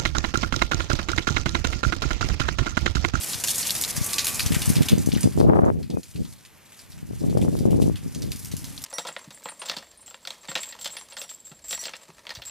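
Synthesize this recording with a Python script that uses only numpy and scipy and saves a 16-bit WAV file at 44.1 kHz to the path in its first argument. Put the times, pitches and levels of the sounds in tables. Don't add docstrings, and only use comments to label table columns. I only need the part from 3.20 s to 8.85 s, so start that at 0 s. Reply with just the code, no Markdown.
import sys
import numpy as np
from scipy import signal
from scipy.fft import rfft, irfft
from scipy.io import wavfile
from scipy.ndimage import uniform_filter1d, minimum_filter1d, map_coordinates

SR = 44100
rng = np.random.default_rng(int(sys.argv[2]) if len(sys.argv) > 2 else 0)


def inscribe(sig):
    pcm = np.round(np.clip(np.atleast_2d(sig).T, -1, 1) * 32767)
    wavfile.write(sys.argv[1], SR, pcm.astype(np.int16))


N = 249165

# time in seconds, relative level in dB.
SPATTER_RIDE = [(0, -27.5), (.2, -26.5), (.36, -27.5), (.72, -30.5), (1.05, -30.5), (1.24, -31.5),
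                (1.5, -30.5), (1.71, -41), (1.75, -45), (1.82, -35), (2.02, -40), (2.1, -42.5),
                (2.19, -39.5), (2.3, -57), (2.55, -55.5), (2.97, -46.5), (3.35, -55), (3.6, -48.5),
                (3.95, -48.5), (4.2, -45.5), (4.87, -46.5), (5.22, -44), (5.65, -41)]


def gain_of(db):
    return 10 ** (np.asarray(db) / 20)


def unit_rms(x):
    return x / np.sqrt(np.mean(x ** 2) + 1e-20)


def curve_at(points, hz):
    point_hz, value = np.transpose(points)
    return np.interp(np.log(hz + 1), np.log(point_hz + 1), value)


def ride(points, t=None):
    return np.interp(np.arange(N) / SR if t is None else t, *np.transpose(points))


def add(mix, start_s, sound):
    part = mix[:, max(round(start_s * SR), 0):][:, :sound.shape[1]]
    part += sound[:, :part.shape[1]]


def equalised(x, eq):
    n = x.shape[-1]
    return irfft(rfft(x) * gain_of(curve_at(eq, np.fft.rfftfreq(n, 1 / SR))), n)


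def wander(rate_hz):
    hz = np.fft.rfftfreq(N, 1 / SR)
    return unit_rms(irfft(rfft(rng.standard_normal(N)) * np.exp(-(hz / rate_hz) ** 2), N))


def placed(sound, lag_s):
    hz = np.fft.rfftfreq(len(sound), 1 / SR)
    return irfft(rfft(sound) * np.exp(np.pi * 1j * hz * lag_s * np.array([[-1], [1]])))


def diffuse(pair):
    # frequency in Hz, left-right likeness from 0 (wide) to 1 (mono).
    likeness = [(60, 0.35), (290, 0.3), (640, 0.47), (1400, 0.75), (3100, 1), (15000, 0.24)]
    left, other = rfft(pair)
    same = curve_at(likeness, np.fft.rfftfreq(N, 1 / SR))
    return irfft(np.array([left, same * left + np.sqrt(1 - same ** 2) * other]), N)


def shifted_right(pair):
    # time in seconds, delay of the left port in microseconds.
    left_delay = [(0, 1.3), (1.7, 3.2), (1.8, 21.7), (4.9, 29), (5.3, 9.3)]
    positions = np.arange(N) - ride(left_delay) * 1e-6 * SR
    return np.array([map_coordinates(pair[0], [positions], order=5, mode="mirror"), pair[1]])


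def eaves_scatter(x, tail_db=-9.5, t60_s=0.027, crossfeed=0.22):
    t = np.arange(8192) / SR
    taps = rng.standard_normal((2, len(t))) * (rng.random((2, len(t))) < .1)
    taps = taps * gain_of(-60 * t / t60_s) * (t > .003)
    tail = taps + crossfeed * taps[::-1]
    return x + gain_of(tail_db) * signal.fftconvolve(x, tail / np.linalg.norm(tail[0]), axes=1)[:, :N]


def faint_tones():
    # start and end in seconds, pitch and bandwidth in Hz, level at the crest in dB.
    tones = [(0.67, 1.31, 1152, 10, -50), (0.78, 1.362, 2490, 170, -45), (2.55, 2.96, 2506, 15, -66.5),
             (5.315, 5.763, 278.6, 29, -52)]
    hz, t, out = np.fft.rfftfreq(N, 1 / SR), np.arange(N) / SR, np.zeros(N)
    for start, end, pitch, width, db in tones:
        tone = irfft(rfft(rng.standard_normal(N)) / (1 + (2 * (hz - pitch) / width) ** 2), N)
        swell = np.sin(np.pi * np.clip((t - start) / (end - start), 0, 1))
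        out += gain_of(db) * unit_rms(tone) * swell
    return out


def yard_wash(flutter_db=0.56):
    # frequency in Hz, relative gain in dB.
    wash_eq = [(30, -2), (80, 6), (130, 7), (250, 3), (360, -1.5), (600, -2), (1400, -5), (2200, -3.5),
               (5000, -13.5), (10000, -21.5), (13000, -6), (15000, -42)]
    # time in seconds, level in dB.
    wash_ride = [(0, -40.5), (1.0, -37.5), (1.71, -38), (1.75, -44), (2.1, -46.5), (2.3, -55), (2.8, -60),
                 (3.4, -55), (4.0, -54.5), (4.8, -52), (5.2, -52.5), (5.65, -50.5)]
    bed = equalised(diffuse(rng.standard_normal((2, N))), wash_eq)
    return unit_rms(bed) * gain_of(ride(wash_ride) + flutter_db * wander(28))


def airflow(t, breeze_hz=94, base_rise_s=0.03, rise_per_length=0.063, fall_s=0.023):
    # time in seconds, relative level in dB.
    breeze = [(0, -64), (.65, -70), (.79, -31), (.85, -69), (1.15, -39.5), (1.4, -31), (2.1, -32.5),
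              (2.65, -32.5), (2.86, -51.5), (3.08, -37.5), (3.2, -56), (3.55, -68), (3.73, -43), (4.1, -30),
              (4.72, -24), (4.81, -39), (5.45, -36.5), (5.65, -46.5)]
    # start and length in seconds, relative level in dB, roll-off of the eddies in Hz.
    gusts = [(1.236, 0.021, -26, 72.5), (1.293, 0.047, -22.5, 118), (1.489, 0.026, -21, 123),
             (1.564, 0.034, -20.5, 150), (1.715, 0.024, -15.5, 170), (1.775, 0.052, -25.5, 129),
             (1.919, 0.058, -24.5, 125), (2.037, 0.018, -15, 170), (2.142, 0.028, -23.5, 120),
             (2.185, 0.11, -16.5, 263), (2.237, 0.27, -24.5, 115), (2.263, 0.22, -17, 450),
             (2.494, 0.11, -26.5, 193), (2.702, 0.064, -24.5, 227), (2.958, 0.06, -26, 150),
             (3.868, 0.19, -37, 158), (4.016, 0.086, -24.5, 280), (4.03, 0.081, -27, 111),
             (4.133, 0.15, -19.5, 222), (4.315, 0.21, -24, 214), (4.443, 0.246, -20, 223),
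             (4.83, 0.048, -29, 114), (4.954, 0.16, -29, 153), (5.31, 0.012, -36, 145)]
    power = gain_of(ride(breeze, t)) ** 2
    weighted_hz = power * breeze_hz
    for start, length, db, hz in gusts:
        rise = np.clip((t - start) / (base_rise_s + rise_per_length * length) + .5, 0, 1)
        fall = np.exp(-np.clip((t - start - length) / fall_s, 0, 20))
        gust_power = (gain_of(db) * rise * fall) ** 2
        power += gust_power
        weighted_hz += gust_power * hz
    return np.sqrt(power), weighted_hz / power


def wind_rumble(lump_db=5.5, lump_hz=140, low_cut_hz=80, slope=0.99, crossfeed=0.4):
    ports = np.zeros((2, N))
    for port in ports:
        eddies = rng.standard_normal(N) * gain_of(lump_db * wander(lump_hz))
        hz, t, frames = signal.stft(eddies, SR, nperseg=1024, noverlap=768)
        _, rolloff_hz = airflow(t)
        low_cut = hz ** 3 / (hz ** 3 + low_cut_hz ** 3)
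        colour = np.exp(-(hz[:, None] / rolloff_hz) ** slope) * low_cut[:, None]
        frames = frames * colour / np.linalg.norm(colour, axis=0)
        push = signal.istft(frames, SR, nperseg=1024, noverlap=768)[1][:N]
        port[:] = push / np.sqrt(uniform_filter1d(push ** 2, size=3600) + 1e-20)
    strength, _ = airflow(np.arange(N) / SR)
    return unit_rms(ports - crossfeed * ports[::-1]) * strength * gain_of([[.7], [-.7]])


def buffets(level_db=-1.5, swing=0.2, swing_cycles=0.46, low_cut_hz=90):
    # time in seconds, relative peak in dB, roll-off in Hz, left minus right in dB.
    slaps = [(0.152, -23, 111, 6), (0.779, -14, 130, 6), (0.813, -9, 106, 5.5), (1.263, -11.5, 92.5, 3),
             (1.32, -7, 168, 8), (1.366, -6, 144, 6.5), (1.478, -5, 101, 5.5), (1.502, -5.5, 188, 10),
             (1.567, -3, 156, -4.5), (1.608, 0.5, 167, -6.5), (1.618, -7.5, 260, -3), (1.7305, 1.5, 182, 5),
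             (1.738, -3, 220, 4), (1.779, -6.5, 247, -7.5), (1.804, -10, 188, -4), (1.874, -3.5, 235, 6.5),
             (1.889, -6.5, 244, 8), (1.937, -7, 226, 6.5), (1.965, -4.5, 209, 7), (2.042, -4.5, 187, -12),
             (2.062, -7.5, 300, 3), (2.074, -4, 275, 8), (2.176, -6, 323, -15), (2.203, -0.5, 364, 5),
             (2.213, 1, 460, 6), (2.241, -2, 282, 5), (2.288, -3, 320, 24), (2.298, -2.5, 705, 12),
             (2.325, -6, 380, 1), (2.335, -2, 620, 9), (2.39, -2, 600, 8), (2.432, -11, 230, 4),
             (2.445, -6.5, 635, 14), (2.463, -5, 377, 4), (2.502, -1.5, 584, 8.5), (2.772, -9, 440, 7),
             (2.995, -16, 190, 2), (3.829, -21, 192, 3.5), (3.91, -17.5, 294, 7), (3.934, -21, 376, 6),
             (4.044, -13, 336, 10), (4.084, -6, 151, 4.5), (4.128, -16, 396, 12), (4.172, -5.5, 473, 8),
             (4.25, -9.5, 317, -19), (4.282, -12.5, 540, 13), (4.353, -11.5, 450, 7.5),
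             (4.455, -2, 317, 7.5), (4.477, -9, 199, 14), (4.531, -6, 347, 8.5), (4.543, -5, 260, 5.5),
             (4.601, -5, 344, 5.5), (4.621, -7.5, 325, 8), (4.641, -6.5, 204, 8), (4.68, -5.5, 270, 7),
             (4.698, -9, 332, 11), (5.339, -11.5, 176, 7.5)]
    out, t = np.zeros((2, N)), np.arange(-.03, .04, 1 / SR)
    low_cut = signal.butter(3, low_cut_hz, "highpass", fs=SR)
    for time, db, hz, left_db in slaps:
        phase = 2 * np.pi * hz * t
        sway = swing * np.cos(phase) / np.cosh(hz * t / swing_cycles)
        push = signal.lfilter(*low_cut, 1 / (1 + phase ** 2) + sway)
        pan = gain_of([[min(left_db, 0)], [min(-left_db, 0)]]) * [[1], [-1]]
        polarity = rng.choice([-1, 1])
        add(out, time + t[0], polarity * gain_of(db + level_db) * pan * push / abs(push).max())
    return out


def splash_fizz(level_db=-8.0, grain_db=1.0, ticks_per_s=3200, flicker_db=4.0):
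    # frequency in Hz, relative gain in dB.
    fizz_eq = [(300, -44), (1200, -19), (2500, -10), (4000, 13.5), (5500, 19.5), (8000, 18), (11000, 21),
               (13000, 12), (15000, -3), (16000, -10)]
    sizes = rng.standard_normal((2, N)) * gain_of(grain_db * np.minimum(rng.exponential(1, (2, N)), 5))
    ticks = sizes * (rng.random((2, N)) < ticks_per_s / SR)
    fizz = unit_rms(diffuse(equalised(ticks, fizz_eq)))
    return fizz * gain_of(level_db + ride(SPATTER_RIDE) + flicker_db * wander(25))


def reed_ticks(half_width_hz=1000, ring_s=0.0016, rise_s=0.00014):
    # start in seconds, peak in dB, pitch in Hz.
    hits = [(0.471, -16.5, 7800), (0.4955, -13.5, 3930), (0.506, -9.5, 4350), (0.638, -12.5, 4500),
            (0.648, -16, 4600), (0.933, -15.5, 4200), (0.941, -14, 4240), (0.983, -17, 2590),
            (1.195, -14, 2420), (1.204, -19, 2500), (1.92, -23, 3900), (5.1183, -26, 3830),
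            (5.578, -24.5, 4160)]
    out, t, hz = np.zeros((2, N)), np.arange(2048) / SR, np.fft.rfftfreq(2048, 1 / SR)
    ring = np.exp(-t / ring_s) * (1 - np.exp(-t / rise_s))
    for start, db, pitch in hits:
        band = 1 / (1 + ((hz - pitch) / half_width_hz) ** 4)
        tick = ring * irfft(rfft(rng.standard_normal(len(t))) * band)
        add(out, start, gain_of(db) * placed(tick / abs(tick).max(), 0))
    return out


def splat(pitch_hz, fizz_db, rise_s=0.00095, crack_s=0.0023, spray_db=-15.5, spray_s=0.032,
          wall_echo_s=(.008, .0105), patchy_db=2.5, bump_db=11, crossover_hz=6800, bright_db=4.0):
    # frequency in Hz, relative gain in dB.
    splat_eq = [(200, -14.5), (800, -2.5), (2000, 2), (4000, 2), (7000, 0), (11000, -4), (13000, -4.5),
                (15000, -16.5), (16000, -28)]
    t, hz = np.arange(3072) / SR, np.fft.rfftfreq(3072, 1 / SR)
    crack = np.exp(-t / crack_s) * (1 - np.exp(-t / rise_s))
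    burst = crack + gain_of(spray_db) * np.exp(-t / spray_s)
    echo = .65 * np.interp(t - rng.uniform(*wall_echo_s), t, burst)
    droplets = rng.standard_normal(len(t)) * (rng.random(len(t)) < .3)
    patches = unit_rms(uniform_filter1d(rng.standard_normal(len(hz)), size=70))
    spectrum = rfft(droplets) * gain_of(curve_at(splat_eq, hz) + patchy_db * patches)
    octaves = np.log2((hz + 1) / pitch_hz)
    width_octaves = np.where(octaves < 0, 0.53, 0.49)
    bump = gain_of(bump_db * np.exp(-.5 * (octaves / width_octaves) ** 2))
    highs = 1 / (1 + (crossover_hz / (hz + 1)) ** 8)
    body = unit_rms(irfft(spectrum * bump * (1 - highs)))
    fizz = gain_of(fizz_db + bright_db) * unit_rms(irfft(spectrum * highs))
    return unit_rms(body + fizz) * np.hypot(burst, echo) / burst.max()


def small_drops(level_db=-8.0, count=520, size_range_db=4.5, spread_s=1.8e-5):
    out = np.zeros((2, N))
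    for when, size, height, side in rng.random((count, 4)):
        drop = splat(pitch_hz=3000 * 3. ** height, fizz_db=10 * (height - .5))
        drop *= gain_of(size_range_db * size ** 2)
        add(out, when * N / SR, placed(drop, spread_s * (2 * side - 1)))
    return unit_rms(out) * gain_of(level_db + ride(SPATTER_RIDE))


def heavy_drops(level_db=-7.0, sparkle_db=9.0, spread_s=1.2e-5):
    # start in seconds, relative level in dB, pitch in Hz, relative amount of fizz in dB.
    drops = [(0.0338, -18, 9050, -7), (0.1326, -17.5, 5070, -22), (0.2378, -12, 7900, -12.5),
             (0.2736, -14, 5060, -10), (0.283, -12.5, 3500, -13.5), (0.3451, -19.5, 8300, -8),
             (0.3572, -17, 5010, 11), (0.381, -14, 6620, -6), (0.3992, -19.5, 3070, -9.5),
             (0.4283, -19, 4850, -20), (0.4701, -17.5, 7700, 4), (0.505, -14.5, 4740, -3),
             (0.5513, -15.5, 5400, -7), (0.5644, -23, 5100, -8), (0.612, -12, 6360, -4),
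             (0.6376, -16, 4630, -8), (0.678, -21.5, 7300, -10), (0.7646, -16.5, 6900, -13.5),
             (0.8427, -18, 7660, 6), (0.863, -16, 8000, 3), (0.9, -23, 8500, 12),
             (0.9317, -14.5, 4370, -5.5), (0.983, -10.5, 4730, -17), (0.992, -14, 5200, -21),
             (1.044, -14, 5450, -5), (1.068, -12, 3480, -8), (1.0844, -16.5, 7040, -9),
             (1.145, -18, 8010, -8), (1.1943, -12, 3940, -16.5), (1.261, -17, 5800, -15.5),
             (1.3204, -17.5, 2900, -15.5), (1.3453, -16, 2020, -16), (1.4176, -16, 3970, -14),
             (1.457, -18.5, 7840, -8), (1.492, -17, 7600, -6), (1.5548, -17, 3900, -16.5),
             (1.621, -19.5, 3300, -15), (1.6853, -12, 3380, -16), (1.7172, -20.5, 3220, -13),
             (1.7809, -24.5, 7260, -12), (1.86, -25, 7520, -10), (1.918, -24.5, 3780, -39),
             (1.949, -24, 4670, -35), (1.9724, -24, 2130, -13), (2.0069, -19.5, 9200, -2),
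             (2.0311, -17.5, 8100, -12), (2.2, -27.5, 3900, -13), (2.356, -44, 2600, -5),
             (2.451, -37, 7040, -4), (2.629, -37, 3900, -22), (2.7017, -33, 4050, -19),
             (2.8314, -34, 5100, -12.5), (2.9592, -36, 4100, -25), (3.05, -36, 4900, -27),
             (3.1255, -40, 4730, -16), (3.25, -37, 3570, -16.5), (3.5208, -36, 2620, -6.5),
             (3.59, -35.5, 5800, -20), (3.7199, -39, 4400, -23), (3.7788, -39.5, 2060, -16),
             (3.9988, -37.5, 4780, -15), (4.0974, -34.5, 4170, -15), (4.1734, -31, 3820, -11),
             (4.2144, -31.5, 2780, -19), (4.3673, -30.5, 3970, -8), (4.3886, -30, 4850, -12),
             (4.5067, -30, 3100, -10), (4.6189, -26, 4240, -13), (4.7573, -29.5, 2900, -22),
             (4.9475, -27.5, 6300, -17), (5.0202, -27.5, 4560, -20), (5.1178, -24, 4300, -13),
             (5.1592, -29.5, 6350, -10), (5.1921, -30.5, 10000, 7), (5.247, -27, 7250, -8),
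             (5.3147, -28, 4530, -16), (5.3665, -25.5, 5530, -8.5), (5.442, -27, 4900, -16),
             (5.578, -33, 4350, -18), (5.6181, -30, 9200, -3), (5.6384, -21.5, 4860, -10)]
    out = np.zeros((2, N))
    for start, db, pitch, fizz_db in drops:
        drop = gain_of(db + level_db) * splat(pitch, fizz_db + sparkle_db)
        add(out, start, placed(drop, spread_s * rng.standard_normal()))
    return out


def scene():
    near_drops = eaves_scatter(heavy_drops() + small_drops() + reed_ticks())
    rain = shifted_right(near_drops + splash_fizz() + yard_wash())
    return rain + faint_tones() + wind_rumble() + buffets()


def record(dry, ceiling=0.99, low_cut_hz=40, high_cut_hz=15700):
    safe_gain = np.minimum(1, ceiling / (abs(dry).max(0) + 1e-9))
    limited = dry * uniform_filter1d(minimum_filter1d(safe_gain, size=301), size=301)
    trimmed = signal.lfilter(*signal.butter(2, low_cut_hz, "highpass", fs=SR), limited)
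    high_cut = signal.firwin(511, high_cut_hz, window=("kaiser", 9), fs=SR)
    return signal.oaconvolve(trimmed, high_cut[None], "same")


dry = scene()
out = record(dry)
inscribe(out)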